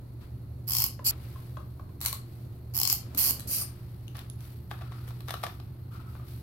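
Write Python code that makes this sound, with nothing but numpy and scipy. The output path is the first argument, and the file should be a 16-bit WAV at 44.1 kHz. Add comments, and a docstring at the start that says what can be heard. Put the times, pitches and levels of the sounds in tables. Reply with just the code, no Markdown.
"""Plastic toy trucks on a living-room carpet; household machines hum, hands and clothes rub throughout. A pull-
back gearbox ratchets as it is wound (0.7 s), then rasps in a shove; at 1.1 s the rasp and all echoes break off
abruptly and a thin whine sets in. Hollow toys bump, loose axles click (2 s), the gearbox is wound again (2.7 s)
and whirrs in two short runs (3.2 s). A hand picks up a hollow dump truck, whose hinge clacks (4.1-5.6 s). The
microphone's two ports colour the treble very differently left and right."""
import sys
import numpy as np
from scipy import signal
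from scipy.fft import rfft, irfft, next_fast_len
from scipy.io import wavfile
from scipy.ndimage import map_coordinates

SR = 44100
rng = np.random.default_rng(int(sys.argv[2]) if len(sys.argv) > 2 else 0)


def generate_wav(sig):
    """Save sig (samples, or channels by samples) to the path in sys.argv[1] as 16-bit PCM at SR."""
    pcm = np.round(np.clip(np.atleast_2d(sig).T, -1, 1) * 32767).astype(np.int16)
    wavfile.write(sys.argv[1], SR, pcm)


N = 283122
TIME_S = np.arange(N) / SR
BREAK_S = 1.1105  # shove and room tail stop, whine starts


def amp(db):
    """Decibels to gain."""
    return 10 ** (np.asarray(db) / 20)


def unit(x):
    """Scale to rms 1."""
    return x / np.sqrt(np.mean(x ** 2) + 1e-20)


def along(points, hz, column=1):
    """One column of a frequency table, read on a log axis."""
    table = np.transpose(points)
    return np.interp(np.log(hz + 1), np.log(table[0] + 1), table[column])


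def curves(rows):
    """Per-sample curve of each column after the time."""
    times_s, *columns = np.transpose(rows)
    return [np.interp(TIME_S, times_s, column) for column in columns]


def wobble(rate_hz):
    """Smooth random curve, rate_hz knots a second."""
    return map_coordinates(rng.standard_normal(4096), [TIME_S * rate_hz], mode="wrap")


def filtered(x, response):
    """Apply a gain given as a function of frequency."""
    size = next_fast_len(N + SR // 2)
    return irfft(rfft(x, size) * response(np.fft.rfftfreq(size, 1 / SR)), size)[..., :N]


def add(track, start_s, sound):
    """Mix a sound into a track."""
    part = track[..., round(start_s * SR):][..., :sound.shape[-1]]
    part += sound[..., :part.shape[-1]]


def through(x, response):
    """Convolve with a pair of impulse responses."""
    return signal.fftconvolve(np.atleast_2d(x), response, axes=1)[:, :N]


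def body(colour, modes=(), lag_s=.0001, size=2048):
    """Impulse responses of a plastic body at the two ports, mean energy 1; the right one lags."""
    hz = np.fft.rfftfreq(size, 1 / SR)
    db = np.array([along(colour, hz, 1), along(colour, hz, 2)])
    db += sum(lift / (1 + (2 * (hz - centre) / width) ** 2) for centre, width, lift in modes)
    cepstrum = irfft(np.log(amp(db)))
    cepstrum[:, 1:size // 2] *= 2  # fold to minimum phase
    cepstrum[:, size // 2 + 1:] = 0
    response = irfft(np.exp(rfft(cepstrum) - 2j * np.pi * hz * [[0], [lag_s]]))
    return unit(response[:, :size // 2]) / np.sqrt(size // 2)


def contact(rise_s, spread):
    """Brief chatter of plastic on plastic; spread weights the noise that differs between ports."""
    t = np.arange(SR // 20) / SR
    noise = rng.standard_normal((3, len(t)))
    swell = t / rise_s * np.exp(1 - t / rise_s)
    chatter = (noise[0] + spread * noise[1:]) * swell
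    return chatter * np.linalg.norm(swell) / np.linalg.norm(chatter, axis=1, keepdims=True)


def gear_teeth(moves, decay, scatter_db, spread):
    """Each meshing tooth releases a decaying noise burst of random strength."""
    out = np.zeros((2, N))
    for rows in moves:
        level_db, rate_hz = curves(rows)
        teeth = np.cumsum(rate_hz) / SR
        strength = amp(scatter_db * rng.standard_normal(8192))[teeth.astype(int) % 8192]
        noise = rng.standard_normal((3, N))
        bursts = (noise[0] + spread * noise[1:]) * strength * np.exp(-decay * (teeth % 1))
        moving = (TIME_S > rows[0][0]) & (TIME_S < rows[-1][0])
        out += moving * amp(level_db) * unit(bursts)
    return out


# (frequency [Hz], T60 [s])
ROOM_DECAY = [(200, 0.14), (1200, 0.31), (5000, 0.28), (12000, 0.22), (16000, 0.12)]
def in_room(dry, wet_db, onset_s=.0045):
    """Direct sound plus room tail; the tail of anything before BREAK_S stops there."""
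    hz, t, spectra = signal.stft(rng.standard_normal((2, SR // 2)), SR, nperseg=256)
    decay = amp(-60 * t / along(ROOM_DECAY, hz)[:, None])
    tail = signal.istft(spectra * decay * (1 - np.exp(-t / onset_s)), SR, nperseg=256)[1]
    tail = amp(wet_db) * tail / np.linalg.norm(tail[0])
    before = TIME_S < BREAK_S
    return dry + before * through(dry * before, tail) + through(dry * ~before, tail)


# (frequency [Hz], left [dB], right [dB])
PORT_GAINS = [(1000, 4, -1), (2800, 3, 3), (4500, 8, -14), (7400, 5.5, -10), (9500, 5, -7.5),
              (12050, -7, 2), (14500, -3, -3)]
def at_ports(x):
    """Each port colours sound from the floor differently."""
    return filtered(x, lambda hz: amp([along(PORT_GAINS, hz, 1), along(PORT_GAINS, hz, 2)]))


# (frequency [Hz], left-right coherence [0-1])
COHERENCE = [(120, 0.99), (300, 0.78), (1000, 0.17), (2500, 0.056), (12000, 0.0093)]
def diffuse(colour):
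    """Diffuse stereo noise, rms 1."""
    def mid_side_gains(hz):
        angle = np.arccos(along(COHERENCE, hz)) / 2
        return amp(along(colour, hz)) * np.array([np.cos(angle), np.sin(angle)])
    mid, side = filtered(rng.standard_normal((2, N)), mid_side_gains)
    return unit(np.array([mid + side, mid - side]))


# hum partials: (frequency [Hz], level [dB])
HUM_TONES = [(59, -81), (73.5, -51.5), (117.6, -102), (120, -44), (179, -61.5), (353, -66)]
# noise spectra: (frequency [Hz], density [dB])
RUMBLE_COLOUR = [(20, -5.5), (46, -16), (58, -2), (90, 2), (125, 2), (165, -10), (240, -14.5), (340, -15.5),
                 (480, -25), (1000, -32), (2000, -47.5), (4000, -62)]
HISS_COLOUR = [(500, -10.5), (2000, 7), (3200, -9), (4350, 11.5), (5200, -14), (7000, -33), (9000, -3),
               (11800, 7), (13200, 4), (15200, -0.5)]
WHINE_COLOUR = [(13300, -65), (13580, -13.5), (13650, 6), (13720, -15), (14000, -69)]
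def house(rumble_db, hiss_db, whine_db):
    """Motors and mains hum unsteadily over air rumble, faint hiss and a thin electrical whine."""
    hum = np.zeros(N)
    for hz, db in HUM_TONES:
        gain = np.sqrt(2) * amp(db + 1.9 * wobble(3.056))
        hum += gain * np.sin(2 * np.pi * hz * TIME_S + .34 * wobble(2.365))
    whine = amp(whine_db) * diffuse(WHINE_COLOUR) * (TIME_S > BREAK_S)
    rumble = amp(rumble_db) * diffuse(RUMBLE_COLOUR)
    hiss = amp(hiss_db) * diffuse(HISS_COLOUR)
    return amp([[-.4], [.4]]) * (hum + rumble) + hiss + whine


def rub_envelope(rows, sharpness, rest_db):
    """Each rub swells, then fades more slowly to a resting rustle."""
    power = amp(rest_db) ** 2
    for start_s, rise_s, db in rows:
        age = np.maximum(TIME_S - start_s, 0) / rise_s
        power = power + (amp(db) * (age * np.exp(1 - age)) ** sharpness) ** 2
    return np.sqrt(power)


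# (start [s], rise [s], level [dB])
SCUFF_RUBS = [(.205, 0.022, -60.5), (1.105, 0.013, -50), (1.15, 0.096, -61.5), (2.1, .16, -70),
              (2.95, 0.24, -60), (3.56, 0.052, -59), (4.145, 0.026, -51.5), (4.37, 0.049, -64),
              (4.76, 0.059, -61), (4.89, 0.1, -61), (5.27, 0.22, -69), (5.905, 0.056, -60.5),
              (6.1, 0.088, -66)]
# (frequency [Hz], density [dB])
SCUFF_COLOUR = [(400, -18), (700, -3.5), (1000, -3), (1280, -1), (1550, -5), (3000, -9.5), (4500, -11.5),
                (6500, -23), (14000, -12.5)]
def scuffs(gain_db):
    """Hands and wheels scuff plastic in tiny uneven slips."""
    friction = unit(diffuse(SCUFF_COLOUR) * amp(1.5 * wobble(140) + .42 * wobble(28)))
    return at_ports(amp(gain_db) * rub_envelope(SCUFF_RUBS, sharpness=.73, rest_db=-77) * friction)


# (start [s], rise [s], level [dB])
BRUSH_RUBS = [(.18, 0.16, -72), (1.13, 0.18, -57), (2.2, 0.13, -62.5), (3.3, 0.46, -63),
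              (4.38, 0.073, -55.5), (4.69, 0.038, -55.5), (4.88, 0.19, -60.5), (5.07, 0.015, -52),
              (5.25, 0.095, -52.5), (5.91, 0.027, -58), (6.05, 0.065, -60.5), (6.24, 0.069, -54)]
# (frequency [Hz], density [dB])
PILE_COLOUR = [(3000, -11), (4500, -11.5), (6800, -19.5), (10000, -11), (12000, 1), (13300, -14),
               (15500, -5)]
def brushes(gain_db):
    """Clothes brush the carpet pile."""
    friction = unit(diffuse(PILE_COLOUR) * amp(1.9 * wobble(200)))
    return at_ports(amp(gain_db) * rub_envelope(BRUSH_RUBS, sharpness=1.1, rest_db=-69.5) * friction)


# (start [s], rise [s], level [dB])
DRAG_RUBS = [(4.72, 0.068, -64), (4.9, 0.043, -61), (5.9, 0.047, -59), (6.0, 0.057, -63)]
# (frequency [Hz], density [dB])
CAVITY_COLOUR = [(800, -32), (1130, -3), (1290, 4), (1430, -2), (1900, -43)]
def drags(gain_db):
    """A hand drags over a hollow toy and excites its cavity."""
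    friction = unit(diffuse(CAVITY_COLOUR) * amp(2.8 * wobble(45)))
    return at_ports(amp(gain_db) * rub_envelope(DRAG_RUBS, sharpness=.73, rest_db=-83) * friction)


# (time [s], level [dB], cavity ring [Hz])
TOY_BUMPS = [(0.991, -40, 1000), (1.358, -44, 1080), (1.569, -35, 1123), (1.795, -44, 1140),
             (1.891, -55, 1090), (2.128, -39.5, 1100), (3.617, -44, 1140), (6.151, -44.5, 1134),
             (6.196, -46, 1210)]
def bumps(gain_db, width_hz, wall_db, tap_db, carpet_cutoff_hz=3000):
    """Hollow toys bump on carpet: a dull tap, a cavity ring and a lower wall mode."""
    out = np.zeros((2, N))
    band = signal.butter(1, [500, 2500], "band", fs=SR)
    for time_s, db, hz in TOY_BUMPS:
        blow = contact(rise_s=.0016, spread=.42)
        cavity = signal.lfilter(*signal.iirpeak(hz, hz / width_hz, SR), blow)
        walls = signal.lfilter(*signal.iirpeak(.52 * hz, 4, SR), blow)
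        tap = signal.lfilter(*signal.butter(1, carpet_cutoff_hz, fs=SR), blow)
        ring = signal.lfilter(*band, cavity - amp(wall_db) * walls + amp(tap_db) * tap)
        add(out, time_s, amp(db + gain_db) * ring / np.abs(ring).max())
    return at_ports(in_room(out, wet_db=-3.5))


# (time [s], level [dB], ring [Hz])
PART_TICKS = [(4.080, -40, 2950), (4.168, -37, 10600), (4.191, -31, 12000), (4.299, -34.5, 10730),
              (4.406, -43, 11900)]
# (frequency [Hz], left [dB], right [dB])
PART_COLOUR = [(996, -26, -17), (3060, -3.5, -10), (6250, -6, -25), (8230, -13, -26), (11150, -12, 3),
               (12100, -16.5, -4), (15000, -16, -15)]
def ticks(width_hz, lift_db):
    """Small parts tick as a toy is turned over, each with its own resonance."""
    out = np.zeros((2, N))
    for time_s, db, hz in PART_TICKS:
        part = body(PART_COLOUR, [(hz, width_hz, lift_db)])
        add(out, time_s + .0005, amp(db) * through(contact(rise_s=.00042, spread=.79), part))
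    return in_room(out, wet_db=-8)


# (time [s], level [dB], cutoff [Hz], rebound re blow [dB])
DUMP_CLACKS = [(4.152, -37, 3000, -4), (4.712, -21, 1380, -10), (4.789, -40, 1800, -18),
               (4.815, -33, 1500, -0.5), (4.92, -36.5, 2490, -4), (5.078, -36, 2500, -15),
               (5.106, -35, 2000, -19), (5.205, -38.5, 9000, -23.5), (5.283, -28.5, 6300, -6.5),
               (5.293, -27.5, 4200, -22), (5.306, -22.5, 8150, -16), (5.339, -24, 5200, -18),
               (5.436, -18, 4830, -6.5), (5.465, -25.5, 3500, -13), (5.599, -38, 4000, -10)]
# hollow bed: (frequency [Hz], left [dB], right [dB])
BED_COLOUR = [(195, -17, -32), (460, 0.5, -2.5), (860, -1.5, -4.5), (1290, -1, 0), (1710, 2.5, -8),
              (2640, -7, -7), (3520, 1, -4.5), (5630, -4, -21), (6470, -9.5, -33), (12400, -6.5, 4.5),
              (15600, -23, -8.5)]
# (frequency [Hz], width [Hz], lift [dB])
BED_RESONANCES = [(752, 140, 8.5), (1152, 89, 9.5), (1310, 87, 5), (2600, 230, 3.5)]
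def dump_truck(gain_db, rattle_s=.0052, graze_db=-3.5):
    """Fingers knock dully on the bed, the loose hinge clacks; each hit is graze, blow, rebound."""
    blows = np.zeros((2, N))
    for time_s, db, cutoff_hz, rebound_db in DUMP_CLACKS:
        softening = signal.butter(1, cutoff_hz, fs=SR)
        for delay_s, part_db in [(-rattle_s, rebound_db + graze_db), (0, 0), (rattle_s, rebound_db)]:
            blow = signal.lfilter(*softening, contact(rise_s=.0014, spread=.93))
            add(blows, time_s + delay_s, amp(db + part_db + gain_db) * blow)
    return in_room(through(blows, body(BED_COLOUR, BED_RESONANCES, lag_s=.00005)), wet_db=-6.5)


# (time [s], level [dB], tooth rate [Hz])
AXLE_GRATE = [(2.006, -46, 380), (2.04, -32, 480), (2.057, -36, 550), (2.07, -34, 530), (2.095, -46, 320),
              (2.115, -56, 320)]
# (time [s], level [dB])
AXLE_CLICKS = [(2.004, -35.5), (2.0124, -23), (2.026, -32), (2.059, -12), (2.066, -25), (2.127, -19.5),
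               (3.147, -28), (3.395, -28.5), (3.404, -30)]
# (frequency [Hz], left [dB], right [dB])
CHASSIS_COLOUR = [(250, -37, -40), (534, -22, -29.5), (1130, -11, -12), (1480, -17.5, -24.5),
                  (3680, -16.5, -17.5), (4140, -3.5, -27), (4900, -14.5, -33), (9150, -10.5, -28.5),
                  (12000, -14.5, -1.5), (13900, -26, -11.5), (16500, -5.5, -39)]
def chassis(click_db):
    """The small truck's loose axles click, and grate as it is pressed down."""
    blows = gear_teeth([AXLE_GRATE], decay=.99, scatter_db=6, spread=.48)
    for time_s, db in AXLE_CLICKS:
        add(blows, time_s + .0005, amp(db + click_db) * contact(rise_s=.0011, spread=.87))
    return in_room(through(blows, body(CHASSIS_COLOUR)), wet_db=-4)


# per run: (time [s], level [dB], tooth rate [Hz])
GEAR_RUNS = [
    [(3.174, -25.5, 490), (3.19, -26.5, 880), (3.25, -26, 570), (3.305, -32.5, 760), (3.335, -60, 360)],
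    [(3.472, -38.5, 550), (3.53, -26.5, 690), (3.58, -30.5, 740), (3.625, -34, 690), (3.648, -56, 200)],
]
# free gears: (frequency [Hz], left [dB], right [dB])
FREE_COLOUR = [(358, -45, -38), (700, -23.5, -27), (1720, -24.5, -26.5), (2800, -14.5, -18.5),
               (3620, -22.5, -26), (4600, -6, -24), (5600, -9, -26), (7980, -12.5, -33), (9140, -2, -33),
               (9670, -10.5, -10.5), (12260, -9, 3.5), (14100, -16, -27), (14300, -7, 2.5),
               (15700, -9.5, -18)]
# (time [s], level [dB])
AXLE_SONG = [(3.46, -100), (3.5, -53.5), (3.59, -57), (3.615, -35), (3.635, -43), (3.69, -100)]
TYRE_DRUMMING = [(3.0, -62), (3.17, -51), (3.3, -47), (3.45, -50.5), (3.65, -60), (3.9, -90)]
def running(tread_db):
    """The spring spins the gears, lumpy treads drum the floor, the axle sings as the truck stops."""
    whirr = through(gear_teeth(GEAR_RUNS, decay=.92, scatter_db=-1.5, spread=.59), body(FREE_COLOUR))
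    axle_noise = diffuse([(7500, -56), (8700, -7), (9100, -5), (9500, -3), (11000, -50)])
    singing = amp(curves(AXLE_SONG)[0]) * amp([[2], [-12]]) * axle_noise
    tyre_noise = diffuse([(100, -16), (230, 7), (380, -2.5), (650, -5), (1500, -30)])
    drumming = amp(curves(TYRE_DRUMMING)[0] + tread_db * wobble(45)) * tyre_noise
    return in_room(whirr + singing, wet_db=-5) + drumming


# (click gap [s], left minus right [dB])
PAN_BY_GAP = [(.011, -3.5), (.017, 6.5)]
def pawl_clicks(start_s, count, gaps_s, first_db, last_db, catch_db=4, catch_pan_db=-2.5):
    """Time, level and pan of each click: strength grows with spring tension; the last one catches."""
    gaps = np.interp(np.linspace(0, 1, count - 1), [0, .5, 1], gaps_s)
    db = last_db + (first_db - last_db) * np.linspace(1, 0, count) ** 3.04  # levels off early
    db[-1] += catch_db
    pan_db = np.append(np.interp(gaps, *np.transpose(PAN_BY_GAP)), catch_pan_db)
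    return zip(start_s + np.append(0, np.cumsum(gaps)), db, pan_db)


# per push: (time [s], level [dB], tooth rate [Hz])
GEAR_WINDS = [
    [(.67, -46, 380), (.73, -29.5, 530), (.82, -25, 350), (.85, -42, 390), (.866, -24, 220)],
    [(2.737, -38, 440), (2.80, -40, 390), (2.92, -24, 410), (2.956, -38, 360)],
]
# (start [s], clicks, first gap [s], middle gap [s], last gap [s], first [dB], last [dB], ring [Hz])
PAWL_STROKES = [(.6768, 13, .0041, .0158, .0192, -26.5, -14, 5000),
                (2.7459, 13, .005, .0135, .0275, -26, -12.5, 5200),
                (3.177, 20, .0058, .0082, .0054, -16, -18, 4550)]
# wound gears: (frequency [Hz], left [dB], right [dB])
WOUND_COLOUR = [(400, -56, -53), (630, -33, -32), (743, -16.5, -21), (1710, -28.5, -32.5),
                (3000, -14, -15.5), (3930, -22, -36), (4240, -5.5, -22), (5200, -5.5, -25),
                (6830, -11, -27.5), (9800, -11.5, -23), (10100, -9, -9), (11950, -15, -2),
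                (13100, -34, -2.5), (14700, -5, -5.5)]
# (frequency [Hz], width [Hz], lift [dB])
GEAR_RESONANCES = [(1087, 106, 9), (4480, 160, 4.5), (5100, 200, 2), (11760, 300, 5)]
SHELL_RESONANCES = [(1060, 480, 4.5), (3870, 250, 2.5)]
def ratchet(click_db, buzz_db, ring_width_hz=460, ring_lift_db=4.5):
    """The pawl snaps over its wheel, rings and knocks the shell, above the buzz of winding gears."""
    teeth = gear_teeth(GEAR_WINDS, decay=1.9, scatter_db=-.5, spread=.32)
    out = amp(buzz_db) * through(teeth, body(WOUND_COLOUR, GEAR_RESONANCES))
    common = contact(rise_s=.001, spread=.39)  # all clicks sound partly alike
    for start_s, count, *gaps_s, first_db, last_db, ring_hz in PAWL_STROKES:
        snaps = np.zeros((2, N))
        for time_s, db, pan_db in pawl_clicks(start_s, count, gaps_s, first_db, last_db):
            click = (common + contact(rise_s=.001, spread=.63)) / np.sqrt(2)
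            pan = amp([[pan_db / 2], [-pan_db / 2]])
            add(snaps, time_s + .0005, amp(db + click_db) * pan * click)
        modes = GEAR_RESONANCES + SHELL_RESONANCES + [(ring_hz, ring_width_hz, ring_lift_db)]
        out += through(snaps, body(WOUND_COLOUR, modes))
    return in_room(out, wet_db=-5.5)


# (time [s], level [dB], tooth rate [Hz])
GEAR_SHOVE = [(1.044, -33.5, 316), (1.058, -28, 310), (1.064, -22, 370), (1.083, -21, 380),
              (1.111, -27, 300)]
# gripped gearbox: (frequency [Hz], width [Hz], lift [dB])
GRIPPED_RESONANCES = [(2470, 91, 10), (4560, 530, 9), (7420, 480, 10.5), (11550, 1500, 7)]
def shove():
    """A quick push forward spins the wound gears into a rasp; at BREAK_S the rasp and every echo stop abruptly."""
    teeth = gear_teeth([GEAR_SHOVE], decay=.63, scatter_db=-.8, spread=.3)
    rasp = through(teeth, body(WOUND_COLOUR, GRIPPED_RESONANCES))
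    return (TIME_S < BREAK_S) * in_room(rasp, wet_db=-6.5)


def scene():
    """Gearbox, knocks and rubbing over the household background."""
    gearbox = ratchet(click_db=-2.4, buzz_db=-2) + shove() + running(tread_db=3)
    knocks = chassis(click_db=-3) + dump_truck(gain_db=-3.5)
    knocks += bumps(gain_db=2.5, width_hz=77, wall_db=-6.5, tap_db=-22.5)
    knocks += ticks(width_hz=540, lift_db=12.5)
    rubbing = scuffs(gain_db=1) + brushes(gain_db=1) + drags(gain_db=2.5)
    return gearbox + knocks + rubbing + house(rumble_db=-43.5, hiss_db=-69.5, whine_db=-74.5)


def record(dry):
    """The microphone thins the deepest bass and passes nothing above its band limit."""
    low_hz, top_hz = 20, 15900
    return filtered(dry, lambda hz: hz / np.hypot(hz, low_hz) * (.5 - .5 * np.tanh((hz - top_hz) / 80)))


dry = scene()
out = record(dry)
generate_wav(out)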